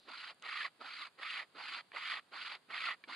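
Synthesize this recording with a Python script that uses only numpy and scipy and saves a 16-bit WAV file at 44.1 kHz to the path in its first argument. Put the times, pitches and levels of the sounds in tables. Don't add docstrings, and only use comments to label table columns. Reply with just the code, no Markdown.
import sys
import numpy as np
from scipy import signal
from scipy.fft import rfft, irfft
from scipy.io import wavfile
from scipy.ndimage import uniform_filter1d

SR = 44100
rng = np.random.default_rng(int(sys.argv[2]) if len(sys.argv) > 2 else 0)


def voltage_ratio(level):
    return 10 ** (np.asarray(level, float) / 20)


def unload_wav(signal):
    wavfile.write(
        sys.argv[1],
        SR,
        np.round(np.clip(np.atleast_2d(signal).T, -1, 1) * 32767).astype(np.int16),
    )


N = 138915

# start_s, length_s, full_speed_teeth_per_s, thud_db (as the wire bites)
PULLS = [(0.063, 0.27, 1400, -71), (.415, 0.29, 1410, -85), (0.796, 0.32, 1450, -72.5),
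         (1.178, 0.27, 1410, -76.5), (1.547, 0.29, 1405, -71), (1.922, 0.29, 1490, -79),
         (2.307, .28, 1400, -70.5), (2.683, .28, 1360, -69), (3.067, 0.24, 1550, -65.5)]
# time_s, level_db
RASP_LEVELS = [
    [(.05, -68), (.072, -64), (.086, -51.5), (.26, -49), (.312, -51.5), (.326, -58), (.345, -88)],
    [(.415, -64), (.425, -60.5), (.449, -47), (.56, -43), (.647, -43), (.673, -47.5), (.7, -73)],
    [(.79, -65), (.814, -53.5), (.86, -50), (1.008, -48.5), (1.028, -44.5), (1.078, -56), (1.105, -86)],
    [(1.17, -69), (1.194, -53.5), (1.236, -45.5), (1.382, -42.5), (1.43, -50.5), (1.46, -72)],
    [(1.535, -69), (1.555, -59), (1.587, -49.5), (1.773, -44), (1.793, -44.5), (1.817, -63), (1.835, -85)],
    [(1.924, -64), (1.952, -45.5), (2.012, -46.5), (2.13, -39.5), (2.174, -45), (2.198, -54.5),
     (2.222, -81)],
    [(2.305, -70.5), (2.34, -48.5), (2.43, -46.5), (2.518, -46.5), (2.554, -49), (2.575, -65.5),
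     (2.595, -82)],
    [(2.68, -72), (2.7, -54), (2.742, -43.5), (2.8, -43.5), (2.9, -38), (2.942, -51), (2.965, -80)],
    [(3.07, -77), (3.079, -55.5), (3.131, -42.5), (3.165, -53)],
]
# frequency_hz, gain_db
LEFT_HAND_COLOUR = [(120, -41), (283, -15), (450, -22.5), (885, -13), (1150, -9.5), (1360, -2.5),
                    (1670, -7.5), (2090, -3), (2700, -3.5), (3530, -4.5), (4450, 0), (6500, -6),
                    (12000, -4.5)]
RIGHT_HAND_COLOUR = [(120, -42), (270, -22), (500, -23.5), (990, -14), (1260, -1.5), (1670, -7), (1850, 1),
                     (2150, 0.5), (3250, -2), (3730, -3), (4500, -2), (6500, -5), (12000, -2.5)]
# frequency_hz, share
SWELL_LAG = [(200, 0), (700, 0), (1300, 0.59), (3000, 0.56), (4300, 0.55), (9000, 0.75)]
# start_s, level_db, scratch_t60_s, share_of_full_ring_time
SNAPS = [(1.918, -41, 0.018, .45), (3.0385, -41, .04, 1.05)]
# frequency_hz, relative_level_db, full_t60_s
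SNAP_MODES = [(330, -13, 0.033), (1100, -8, 0.035), (1750, 3.5, 0.024), (2320, 3, .04), (3200, -7, 0.028),
              (4620, -10, 0.022)]
# start_s, nominal_level_db, centre_hz
TICKS = [(0.093, -42, 7060), (0.346, -45.5, 9700), (.398, -46.5, 7600), (.424, -33, 6800)]
# centre_s, pitch_hz, level_db, half_length_s, pitch_change_share (centre to end)
CATCHES = [(0.58, 2017, -43, 0.008, 0), (0.614, 1777, -39, 0.02, -0.14), (0.653, 2032, -41, 0.023, -0.33),
           (0.653, 1046, -49.5, 0.017, -0.285), (0.816, 1276, -51, .016, -0.064),
           (0.884, 1425, -51.5, .025, -0.11), (1.027, 2114, -47, 0.01, -.04), (1.031, 1192, -51, 0.027, 0),
           (1.248, 1224, -50.5, 0.029, .08), (1.265, 2350, -42.5, .006, -0.13),
           (1.396, 2020, -42.5, .02, -0.1), (1.97, 2030, -36, 0.0051, 0.049),
           (2.739, 2130, -42, 0.02, -0.12), (2.846, 2015, -42.5, 0.019, 0.012),
           (2.879, 1374, -39.5, 0.021, -.08), (2.917, 1907, -39, 0.014, 0.024),
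           (3.125, 1900, -43, 0.0045, .05)]
# frequency_hz, relative_density_db
HISS_COLOUR = [(25, -44), (125, -10), (220, -8), (870, -9.5), (1400, -9), (1800, -11.5), (2300, -13),
               (3800, -13), (4700, -12), (5600, -32), (6500, -26.5), (8600, -21), (10500, -25),
               (12500, -34), (15200, -43), (16000, -50)]
# frequency_hz, correlation
HISS_LIKENESS = [(60, 0.46), (300, 0.77), (4700, 0.19), (9000, .1)]
# frequency_hz, level_difference_db
HISS_LEAN = [(60, 0), (1600, -2.5), (4700, 0.5)]
# frequency_hz, correlation
SAW_LIKENESS = [(250, 1), (1500, 0.98), (3000, 0.9), (4500, 0.59), (8000, 0.19)]
# frequency_hz, level_difference_db
SAW_LEAN = [(160, -8.5), (260, -3.5), (420, -2.5), (680, 2), (1110, -8.5), (1800, -3.5), (2930, 1),
            (4770, 0.5), (8000, 4), (12000, -4)]
# frequency_hz, phase_rad
PHASE_LEAD = [(520, 0.085), (950, -0.56), (1210, 0.38), (1640, 0.47), (2670, 0.32), (3010, -0.83),
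              (3530, -0.55), (4570, 0.6)]
# frequency_hz, gain_db
MICROPHONE = [(20, -18), (60, -8), (130, -0.5), (4750, 2), (5300, -13.5), (5850, -18.5), (6700, -12),
              (7600, -14), (8900, -12.5), (10800, -16), (12300, -31), (15200, -64), (16000, -73)]

START_SPEED, END_SPEED, ARCH_POWER, SKEW = 0.18, 0.3, 0.94, 1.05
JITTER_SHARE, UNEVEN_DB, TEETH_DB = 0.3, 3, -7
GRIT_PER_S, GRIT_SPREAD_DB = 6000, 2
SPLINTERS_PER_S, SPLINTER_DB = 30, 13
SMEAR_S = 0.00152
EDGE_SHARE, SLOPE_DB, DULL_DB = 0.87, 13, 6.5
HUMP_DB, HUMP_OCTAVES = 4, 0.35
PATCH_DB, CLUMP_DB = 2.5, -2
USUAL_DB = -44.5
TRUNK_LIFT_DB = 8.5
THUD_HZ, THUD_WIDTH_HZ, THUD_RISE_S = 273, 66, 0.024
SCRATCH_DB, SCRATCH_HZ, SCRATCH_WIDTH_HZ = 6, 2200, 2000
TICK_T60_S, TICK_WIDTH_HZ = 0.0053, 4300
CATCH_WOBBLE_SHARE = 0.025
HISS_DB = -70.5
RUSTLE_DB, RUSTLE_END_S, RUSTLE_HZ, RUSTLE_WIDTH_HZ = -71, 0.18, 4020, 1300
NOTCH_HZ, NOTCH_WIDTH_HZ, NOTCH_DB = 7980, 108, -33
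STFT_HZ = np.fft.rfftfreq(512, 1 / SR)


def evened(x):
    return x / np.sqrt(np.mean(abs(x) ** 2) + 1e-20)


def read(points, hz):
    f, value = np.transpose(points)
    return np.interp(np.log(hz + 1), np.log(f + 1), value)


def add(mix, start_s, sound):
    part = mix[round(start_s * SR):][:len(sound)]
    part += sound[:len(part)]


def coloured(x, gain):
    return irfft(rfft(x) * gain, x.shape[-1])


def resonate(x, hz, width_hz):
    r = np.exp(-np.pi * width_hz / SR)
    return signal.lfilter([1 - r], [1, -2 * r * np.cos(2 * np.pi * hz / SR), r * r], x)


def pair(one, other, likeness, lean, lead):
    hz = np.fft.rfftfreq(N, 1 / SR)
    same = np.clip(read(likeness, hz), 0, 1)
    half = voltage_ratio(read(lean, hz) / 2) * np.exp(0.5j * read(lead, hz))
    shared = np.sqrt((1 + same) / 2) * rfft(one)
    unrelated = np.sqrt((1 - same) / 2) * rfft(other)
    return irfft(np.array([(shared + unrelated) * half, (shared - unrelated) / half]), N)


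def hiss():
    a, b, c = rng.standard_normal((3, N))
    a, b = coloured(np.array([a, b]), voltage_ratio(read(HISS_COLOUR, np.fft.rfftfreq(N, 1 / SR))))
    steady = voltage_ratio(HISS_DB) * evened(pair(a, b, HISS_LIKENESS, HISS_LEAN, PHASE_LEAD))
    band = evened(resonate(resonate(c, RUSTLE_HZ, RUSTLE_WIDTH_HZ), RUSTLE_HZ, RUSTLE_WIDTH_HZ))
    fade = np.clip(2 - 2 * np.arange(N) / SR / RUSTLE_END_S, 0, 1)
    return steady + voltage_ratio(RUSTLE_DB) * band * fade


def ticks():
    out, t = np.zeros(N), np.arange(2500) / SR
    for start_s, db, hz in TICKS:
        burst = resonate(rng.standard_normal(len(t)), hz, TICK_WIDTH_HZ)
        burst = evened(resonate(burst, hz, TICK_WIDTH_HZ))
        add(out, start_s, voltage_ratio(db - 5 - 60 * t / TICK_T60_S) * burst)
    return out


def snaps():
    out, t = np.zeros(N), np.arange(2500) / SR
    for start_s, db, scratch_t60, share in SNAPS:
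        ring = np.zeros(len(t))
        for hz, mode_db, mode_t60 in SNAP_MODES:
            decay = voltage_ratio(mode_db - 60 * t / (mode_t60 * share))
            ring += decay * np.sin(2 * np.pi * (hz * t + rng.random()))
        noise = np.diff(rng.standard_normal(len(t) + 1))
        scratch = evened(resonate(noise, SCRATCH_HZ, SCRATCH_WIDTH_HZ))
        snap = evened(ring) + scratch * voltage_ratio(SCRATCH_DB - 60 * t / scratch_t60)
        attack = np.minimum(t / 0.00029, 1)
        add(out, start_s, voltage_ratio(db) * attack * snap / abs(snap).max())
    return out


def catches():
    out = np.zeros(N)
    for centre_s, hz, db, half_s, change in CATCHES:
        u = np.linspace(-1, 1, round(2 * half_s * SR))
        wobble = evened(uniform_filter1d(rng.standard_normal(4000), 90))[:len(u)]
        turns = np.cumsum(hz * (1 + change * u + CATCH_WOBBLE_SHARE * wobble)) / SR
        add(out, centre_s - half_s, voltage_ratio(db) * np.cos(np.pi * u / 2) ** 2 * np.sin(2 * np.pi * turns))
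    return out


def smeared(x):
    bins = len(x) // 2 + 1
    delay_s = SMEAR_S * evened(uniform_filter1d(rng.standard_normal(bins), bins // 100))
    return coloured(x, np.exp(-2j * np.pi * np.cumsum(delay_s) * SR / len(x)))


def tooth_rate(u, top):
    arch = abs(np.sin(np.pi * u)) ** ARCH_POWER
    end_share = np.where(u < 0.5, START_SPEED, END_SPEED)
    return top * (1 - (1 - end_share) * (1 - arch))


def rasp_clicks(rate):
    wobble, flip, size, chance = rng.random((4, len(rate)))
    jitter = JITTER_SHARE * evened(uniform_filter1d(wobble - 0.5, 60))
    turns = np.cumsum(rate * np.maximum(1 + jitter, 0.1)) / SR
    teeth = np.diff(np.floor(turns), prepend=0) * voltage_ratio(UNEVEN_DB * -np.log(size + 0.0024))
    sign = np.sign(flip - 0.5)
    grit = sign * (chance < GRIT_PER_S / SR) * voltage_ratio(GRIT_SPREAD_DB * -np.log(size + 0.00038))
    cracks = voltage_ratio(SPLINTER_DB) * 2 * size * sign * (chance > 1 - SPLINTERS_PER_S / SR)
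    return smeared(voltage_ratio(TEETH_DB) * evened(teeth - teeth.mean()) + evened(grit)) + cracks


def rasp_tone(clicks, rate, top, level):
    _, frame_s, z = signal.stft(clicks, SR, nperseg=512, noverlap=448)
    frame_rate = np.interp(frame_s, np.arange(len(rate)) / SR, rate)
    octaves = np.log2((STFT_HZ[:, None] + 1) / (EDGE_SHARE * frame_rate))
    slow = 1 - frame_rate / top
    tone_db = SLOPE_DB * np.clip(octaves, -1.2, 0) - DULL_DB * np.maximum(octaves - 1, 0)
    tone_db += HUMP_DB * slow * np.exp(-((octaves - 0.3) / HUMP_OCTAVES) ** 2)
    patches = uniform_filter1d(rng.standard_normal(z.shape), 5, axis=0)
    tone_db += PATCH_DB * evened(uniform_filter1d(patches, 8, axis=1))
    tone_db += CLUMP_DB * evened(uniform_filter1d(rng.standard_normal(len(frame_s)), 5))
    swell_db = np.maximum(np.interp(frame_s + level[0][0], *np.transpose(level)) - USUAL_DB, -6)
    tone_db -= read(SWELL_LAG, STFT_HZ)[:, None] * swell_db
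    return signal.istft(z * voltage_ratio(tone_db), SR, nperseg=512, noverlap=448)[1][:len(rate)]


def thud(since_bite_s, db):
    noise = rng.random(len(since_bite_s)) - 0.5
    low = evened(np.diff(resonate(noise, THUD_HZ, THUD_WIDTH_HZ), prepend=0))
    v = np.maximum(since_bite_s, 0) / THUD_RISE_S
    return low * v * np.exp(1 - v) * voltage_ratio(db)


def pull(row, level, colour):
    start, length, top, thud_db = row
    t = np.arange(level[0][0], level[-1][0], 1 / SR)
    rate = tooth_rate(np.clip((t - start) / length, 0, 1) ** SKEW, top)
    rasp = rasp_tone(rasp_clicks(rate), rate, top, level)
    hz = np.fft.rfftfreq(len(t), 1 / SR)
    trunk_db = TRUNK_LIFT_DB * np.clip(np.log2(top / (hz + 1)), 0, 1.5)
    rasp = coloured(rasp, voltage_ratio(read(colour, hz) + trunk_db))
    running_rms = np.sqrt(uniform_filter1d(rasp ** 2, 2600) + 1e-20)
    rasp = rasp / running_rms * voltage_ratio(np.interp(t, *np.transpose(level)))
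    return t[0], (rasp + thud(t - start, thud_db)) * signal.windows.tukey(len(t), 0.04)


def saw():
    out = np.zeros(N)
    for k, (row, level) in enumerate(zip(PULLS, RASP_LEVELS)):
        add(out, *pull(row, level, (LEFT_HAND_COLOUR, RIGHT_HAND_COLOUR)[k % 2]))
    return out


def scene():
    wire = snaps() + ticks() + catches()
    return pair(saw() + wire, saw() + np.roll(wire, 30), SAW_LIKENESS, SAW_LEAN, PHASE_LEAD)


def top_cut(x):
    return signal.sosfilt(signal.butter(12, 15700, fs=SR, output="sos"), x)


def record(dry):
    hz = np.fft.rfftfreq(N, 1 / SR)
    heard = coloured(dry, voltage_ratio(read(MICROPHONE, hz))) + hiss()
    heard = coloured(heard, voltage_ratio(NOTCH_DB * np.exp(-((hz - NOTCH_HZ) / NOTCH_WIDTH_HZ) ** 2)))
    return top_cut(heard)


dry = scene()
out = record(dry)
unload_wav(out)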